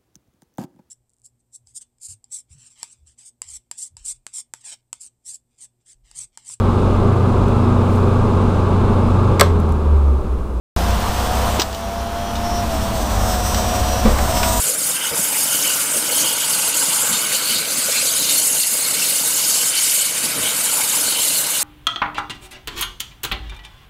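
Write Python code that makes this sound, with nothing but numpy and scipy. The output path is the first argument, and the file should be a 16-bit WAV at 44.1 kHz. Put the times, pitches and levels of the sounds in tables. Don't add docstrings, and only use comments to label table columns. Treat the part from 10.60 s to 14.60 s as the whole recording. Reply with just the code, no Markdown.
import sys
import numpy as np
from scipy import signal
from scipy.fft import rfft, irfft
from scipy.io import wavfile
from scipy.ndimage import uniform_filter1d

SR = 44100
rng = np.random.default_rng(int(sys.argv[2]) if len(sys.argv) > 2 else 0)


def waveform_to_disk(signal):
    frames = np.transpose(np.atleast_2d(signal))
    scaled = np.clip(frames, -1, 1) * 32767
    samples = np.round(scaled).astype(np.int16)
    wavfile.write(sys.argv[1], SR, samples)


N = 176400
T = np.arange(N) / SR


def amp(db):
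    return 10 ** (np.asarray(db) / 20)


def unit_rms(x):
    return x / np.sqrt(np.mean(x ** 2) + 1e-20)


def curves(table):
    times, *columns = np.transpose(table)
    return [np.interp(T, times, column) for column in columns]


def db_at(spectrum, hz):
    points_hz, db = np.transpose(spectrum)
    return np.interp(np.log(hz + 1), np.log(points_hz), db)


def noise(spectrum, shift=1, rings_hz=(), ring_db=6, half_width_hz=80):
    hz = np.fft.rfftfreq(N, 1 / SR)
    rings_db = sum(ring_db / (1 + ((hz - ring) / half_width_hz) ** 2) for ring in rings_hz)
    gain = amp(db_at(spectrum, hz / shift) + rings_db)
    return unit_rms(irfft(rfft(rng.standard_normal(N)) * gain, N))


def drift(per_s):
    return np.interp(T * per_s, np.arange(800), rng.standard_normal(800)) * np.sqrt(3 / 2)


def gate(start, end, fade_s=0.037):
    return np.clip(np.minimum(T - start, end - T) / fade_s, 0, 1)


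def angle(hz):
    return 2 * np.pi * np.cumsum(hz) / SR


# time in seconds, shaft speed in turns per second.
PUMP_SPEED = [(.18, 76.7), (.58, 79.1), (.74, 81.8), (1.09, 94.8), (1.32, 97.3), (1.7, 99.0), (2.0, 99.9),
              (2.19, 91.5), (2.26, 96.2), (2.32, 96.0), (2.46, 88.0), (2.62, 83.1), (2.8, 80.0),
              (3.45, 80.5), (3.5, 84.5), (3.57, 84.9), (3.71, 80.3), (4.0, 80.3)]
# time in seconds, then whine, buzz, buzz treble and hiss in dB.
PUMP_FADERS = [(.2, -2, -4.5, -5, 0.5), (.58, -8.5, -3, -1.5, 0.5), (.72, 3.5, -0.5, -2, 0),
               (.92, -1, -4.5, 3, 3), (1.15, -1, -4, -1, 0), (1.5, -2.5, -6, -16, -3.5),
               (1.95, 0, -5, -3, -4.5), (2.15, 2, -1, 1, -1.5), (2.4, 1.5, -3.5, 1, -2.5),
               (2.53, -3.5, -2, 1.5, -1.5), (2.68, 3, 0, 2, -9), (2.85, -2, 1.5, -0.5, -3),
               (3.08, 2.5, 1, -1, 1), (3.4, 0, 0, -0.5, 0), (3.52, 1, 0, 2, -1.5), (3.78, 0.5, 4, 3, 0.5),
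               (4.0, -4.5, 3.5, 6, -1)]


def roof_pump(dips_s=(.38, 2.075, 2.2, 2.295, 3.56), dip_width_s=0.031, jitter=0.001154):
    speed = uniform_filter1d(curves(PUMP_SPEED)[0], size=1500) * (1 + jitter * drift(35))
    whine_db, buzz_db, treble_db, hiss_db = curves(PUMP_FADERS)
    dips_db = -10 * sum(np.exp(-((T - at) / dip_width_s) ** 2) for at in dips_s)
    tones = whine(speed, whine_db + dips_db) + load_tones(angle(speed))
    pulse_hz = 3 * speed
    return tones + buzz(speed, pulse_hz, buzz_db + dips_db / 2, treble_db) + hiss(pulse_hz, hiss_db)


# multiple of the shaft speed, base level in dB.
WHINE_ORDERS = [(5, -40.5), (6, -34), (7, -30), (8, -37), (9, -34)]


def whine(speed, fader_db, body_hz=706.5, half_width_hz=88, peak_db=9.5, skirt_db=-7):
    shaft, out = angle(speed), np.zeros(N)
    for order, db in WHINE_ORDERS:
        resonance = 1 / (1 + ((order * speed - body_hz) / half_width_hz) ** 2)
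        body_db = skirt_db + (peak_db - skirt_db) * resonance
        level = amp(db + fader_db + body_db + drift(13))
        out += level * np.sin(order * shaft + rng.uniform(0, 2 * np.pi))
    return out


# start in seconds, end in seconds, tone level in dB.
LOAD_SPELLS = [(2.928, 3.447, -30), (3.643, 4.1, -27.5)]


def load_tones(shaft, load_order=8.19, lift_order=12, lift_s=3.72, lift_db=-28.5):
    out = np.zeros(N)
    for start, end, db in LOAD_SPELLS:
        out += gate(start, end) * amp(db + 2 * drift(14)) * np.sin(load_order * shaft + .5 * drift(12))
    out += gate(lift_s, np.inf) * amp(lift_db) * np.sin(lift_order * shaft + 0.21 * drift(21))
    return np.sqrt(2) * out


# frequency in Hz, base level of a harmonic there in dB.
BUZZ_EQ = [(1200, -44), (2200, -54.5), (3400, -47.5), (4100, -46.5), (4600, -49), (5250, -45),
           (6300, -43.5), (6900, -51), (7950, -44), (8900, -48), (9700, -55.5)]
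# start and end in seconds, lowest and highest harmonic, boost in dB.
SQUEALS = [(1.45, 1.75, 11, 11, 13), (1.18, 1.75, 20, 20, 5), (1.82, 2.04, 18, 20, 9),
           (2.57, 2.76, 21, 23, 4.5), (2.76, 3.44, 24, 24, 7.5), (2.8, 3.32, 33, 33, 6),
           (2.8, 3.44, 37, 37, 5.5), (3.7, 3.9, 22, 22, 7), (3.85, 4.1, 29, 29, 8)]


def buzz(speed, pulse_hz, fader_db, treble_db, treble_hz=6350, free_turns_per_s=95):
    pulse, out = angle(pulse_hz), np.zeros(N)
    flutter_db = 1.5 * drift(45)
    glide = abs(speed - uniform_filter1d(speed, size=SR))
    rasp_rad = 0.32 + 0.083 * uniform_filter1d(glide, size=8000)
    even_db = 3 * np.clip((speed - free_turns_per_s) / 5.4, 0, 1)
    for k in range(5, 47):
        hz = k * pulse_hz
        shelf = np.clip((hz - treble_hz) / 1500 + .5, 0, 1) * np.sqrt(hz / treble_hz)
        db = db_at(BUZZ_EQ, hz) + fader_db + treble_db * shelf + even_db * (-1) ** k
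        db += flutter_db + 2 * drift(9)
        db += sum(boost * gate(start, end) for start, end, low, high, boost in SQUEALS
                  if low <= k <= high)
        phase = k * pulse + 2 * rng.standard_normal() + rasp_rad * drift(98)
        out += np.sqrt(2) * amp(db) * np.cos(phase)
    return out


# frequency in Hz, relative level in dB.
HISS_EQ = [(300, -30), (1800, -4.5), (2200, -3.5), (3000, 3), (3900, -1.5), (4600, -3), (6000, -5),
           (7000, -6.5), (8500, -7.5), (10500, -7)]


def hiss(pulse_hz, fader_db, base_db=-32, depth=0.18):
    throb = unit_rms(1 + depth * np.cos(angle(pulse_hz)))
    return amp(base_db + fader_db + 0.37 * drift(40)) * throb * noise(HISS_EQ)


# start in seconds, relative level in dB, seconds to fall 60 dB.
CLICKS = [(0.9976, -3, 0.094), (1.0075, -9, 0.1), (1.0183, -2.5, 0.016), (1.0205, -4, 0.046),
          (1.129, -21, 0.095), (1.148, -17.5, 0.047), (1.755, -20, 0.11), (2.946, -14.5, 0.075),
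          (3.586, -19.5, 0.0092), (3.831, -13, 0.037)]
# frequency in Hz, relative level in dB.
METAL_EQ = [(200, -35), (700, 8.5), (1050, 5.5), (1600, 3), (2100, -2), (3600, 5), (5500, 3.5), (7500, 0),
            (9500, -15)]


def latch_clicks(crack_s=0.00063, crack_db=6, rings_hz=(2880, 3720, 4950, 5820)):
    out = np.zeros(N)
    for start, db, t60 in CLICKS:
        age = np.maximum(T - start, 0)
        envelope = amp(crack_db) * np.exp(-age / crack_s) + amp(-60 * age / t60)
        out += (T >= start) * amp(db) * envelope * noise(METAL_EQ, rings_hz=rings_hz) / 2
    return out


# start in seconds, level in dB, seconds to fall 60 dB, EQ pitch ratio.
THUMPS = [(0.991, -5, 0.041, 1.63), (3.447, -18.5, 0.51, 1.02), (3.453, -17, 0.17, 2.43),
          (3.586, -7.5, 0.023, 4.2), (3.766, -20.5, 0.075, 6.2), (3.829, -10, 0.063, 5.87)]
# frequency in Hz, relative level in dB.
PANEL_EQ = [(30, -28), (130, -17), (215, -2.5), (290, -9.5), (480, -5), (800, -25), (2000, -24),
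            (8000, -52)]


def panel_thumps(attack_s=0.0056):
    out = np.zeros(N)
    for start, db, t60, shift in THUMPS:
        age = np.maximum(T - start, 0)
        out += np.minimum(age / attack_s, 1) * amp(db - 60 * age / t60) * noise(PANEL_EQ, shift)
    return out


# frequency in Hz, level in dB, seconds to fall 60 dB.
LID_MODES = [(33.2, -7, 0.44), (220.4, -6.5, 0.19)]


def deck_lid(start_s=3.447, attack_s=0.008):
    age = np.maximum(T - start_s, 0)
    modes = sum(amp(db - 60 * age / t60) * np.sin(2 * np.pi * hz * age) for hz, db, t60 in LID_MODES)
    return np.minimum(age / attack_s, 1) * modes


# time in seconds, crank turns per second, exhaust boom in dB.
IDLE_RIDE = [(.2, 28, 5.5), (.45, 32, 2.5), (.9, 32.8, 4), (1.2, 33.2, -1.5), (2.8, 32.3, -1.5),
             (3.5, 33.6, 3), (4.0, 34, -1)]
# multiple of the crank speed, base level in dB.
IDLE_ORDERS = [(2, -25.5), (3, -32.5), (6, -35.5), (7, -34.5)]


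def idling_engine():
    crank_hz, boom_db = curves(IDLE_RIDE)
    crank, out = angle(crank_hz), np.zeros(N)
    for order, db in IDLE_ORDERS:
        level = amp(db + boom_db * (order < 4) + 1.02 * drift(12))
        out += level * np.sin(order * crank + rng.uniform(0, 2 * np.pi))
    return np.sqrt(2) * out


# time in seconds, pitch in Hz, level in dB.
PASS_BY = [(1.7, 52.07, -53), (2.3, 52.54, -29), (2.6, 48.55, -19), (2.95, 43.88, -25), (3.2, 42.5, -44)]


def passing_car(octave_db=-2.5):
    hz, db = curves(PASS_BY)
    phase = angle(hz)
    return amp(db + 2.1 * drift(9.1)) * (np.sin(phase) + amp(octave_db) * np.sin(2 * phase))


# time in seconds, rumble in dB, roar in dB.
BED_FADERS = [(.2, -21.5, -23), (.45, -24, -24), (.9, -24, -24), (1.2, -27.5, -26.5), (2.35, -22.5, -27.5),
              (2.68, -25.5, -24), (2.85, -25.5, -25.5), (3.4, -21, -25), (3.8, -21.5, -23.5),
              (4.0, -23, -27)]
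# frequency in Hz, relative level in dB.
RUMBLE_EQ = [(10, -1.5), (35, -4), (55, 2.5), (80, -2.5), (130, -12.5), (220, -11.5), (320, -14),
             (600, -48)]
ROAR_EQ = [(100, -8.5), (330, -6), (480, -0.5), (700, -0.5), (1000, 1.5), (1300, -3.5), (1700, -9),
           (2300, -15.5), (5000, -21.5)]


def car_park():
    rumble_db, roar_db = curves(BED_FADERS)
    return amp(rumble_db) * noise(RUMBLE_EQ) + amp(roar_db + 0.6 * drift(24.99)) * noise(ROAR_EQ)


def scene():
    running = roof_pump() + idling_engine() + passing_car() + car_park()
    hits = latch_clicks() + panel_thumps() + deck_lid()
    return (running + hits)[None]


def record(dry, sense_hz=1800, threshold_db=-16.5, recover_db_per_s=6.5, silent_until_s=.164):
    treble = signal.sosfilt(signal.butter(2, sense_hz, "high", fs=SR, output="sos"), dry[0])
    power_db = 10 * np.log10(abs(uniform_filter1d(treble ** 2, size=400)) + 1e-12)
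    recovery_db = T * recover_db_per_s
    peak_db = np.maximum.accumulate(power_db + recovery_db) - recovery_db
    ducked = dry * amp(-np.maximum(peak_db - threshold_db, 0))
    narrow = signal.oaconvolve(ducked, signal.firwin(101, 10650, fs=SR)[None], "same")
    held = np.repeat(narrow[:, ::2], 2, axis=1)[:, :N]
    clipped = np.clip(held * (T >= silent_until_s), -.85, .85)
    high_cut = signal.firwin(511, 15480, window=("kaiser", 9), fs=SR)
    return signal.oaconvolve(clipped, high_cut[None], "same")


dry = scene()
out = record(dry)
waveform_to_disk(out)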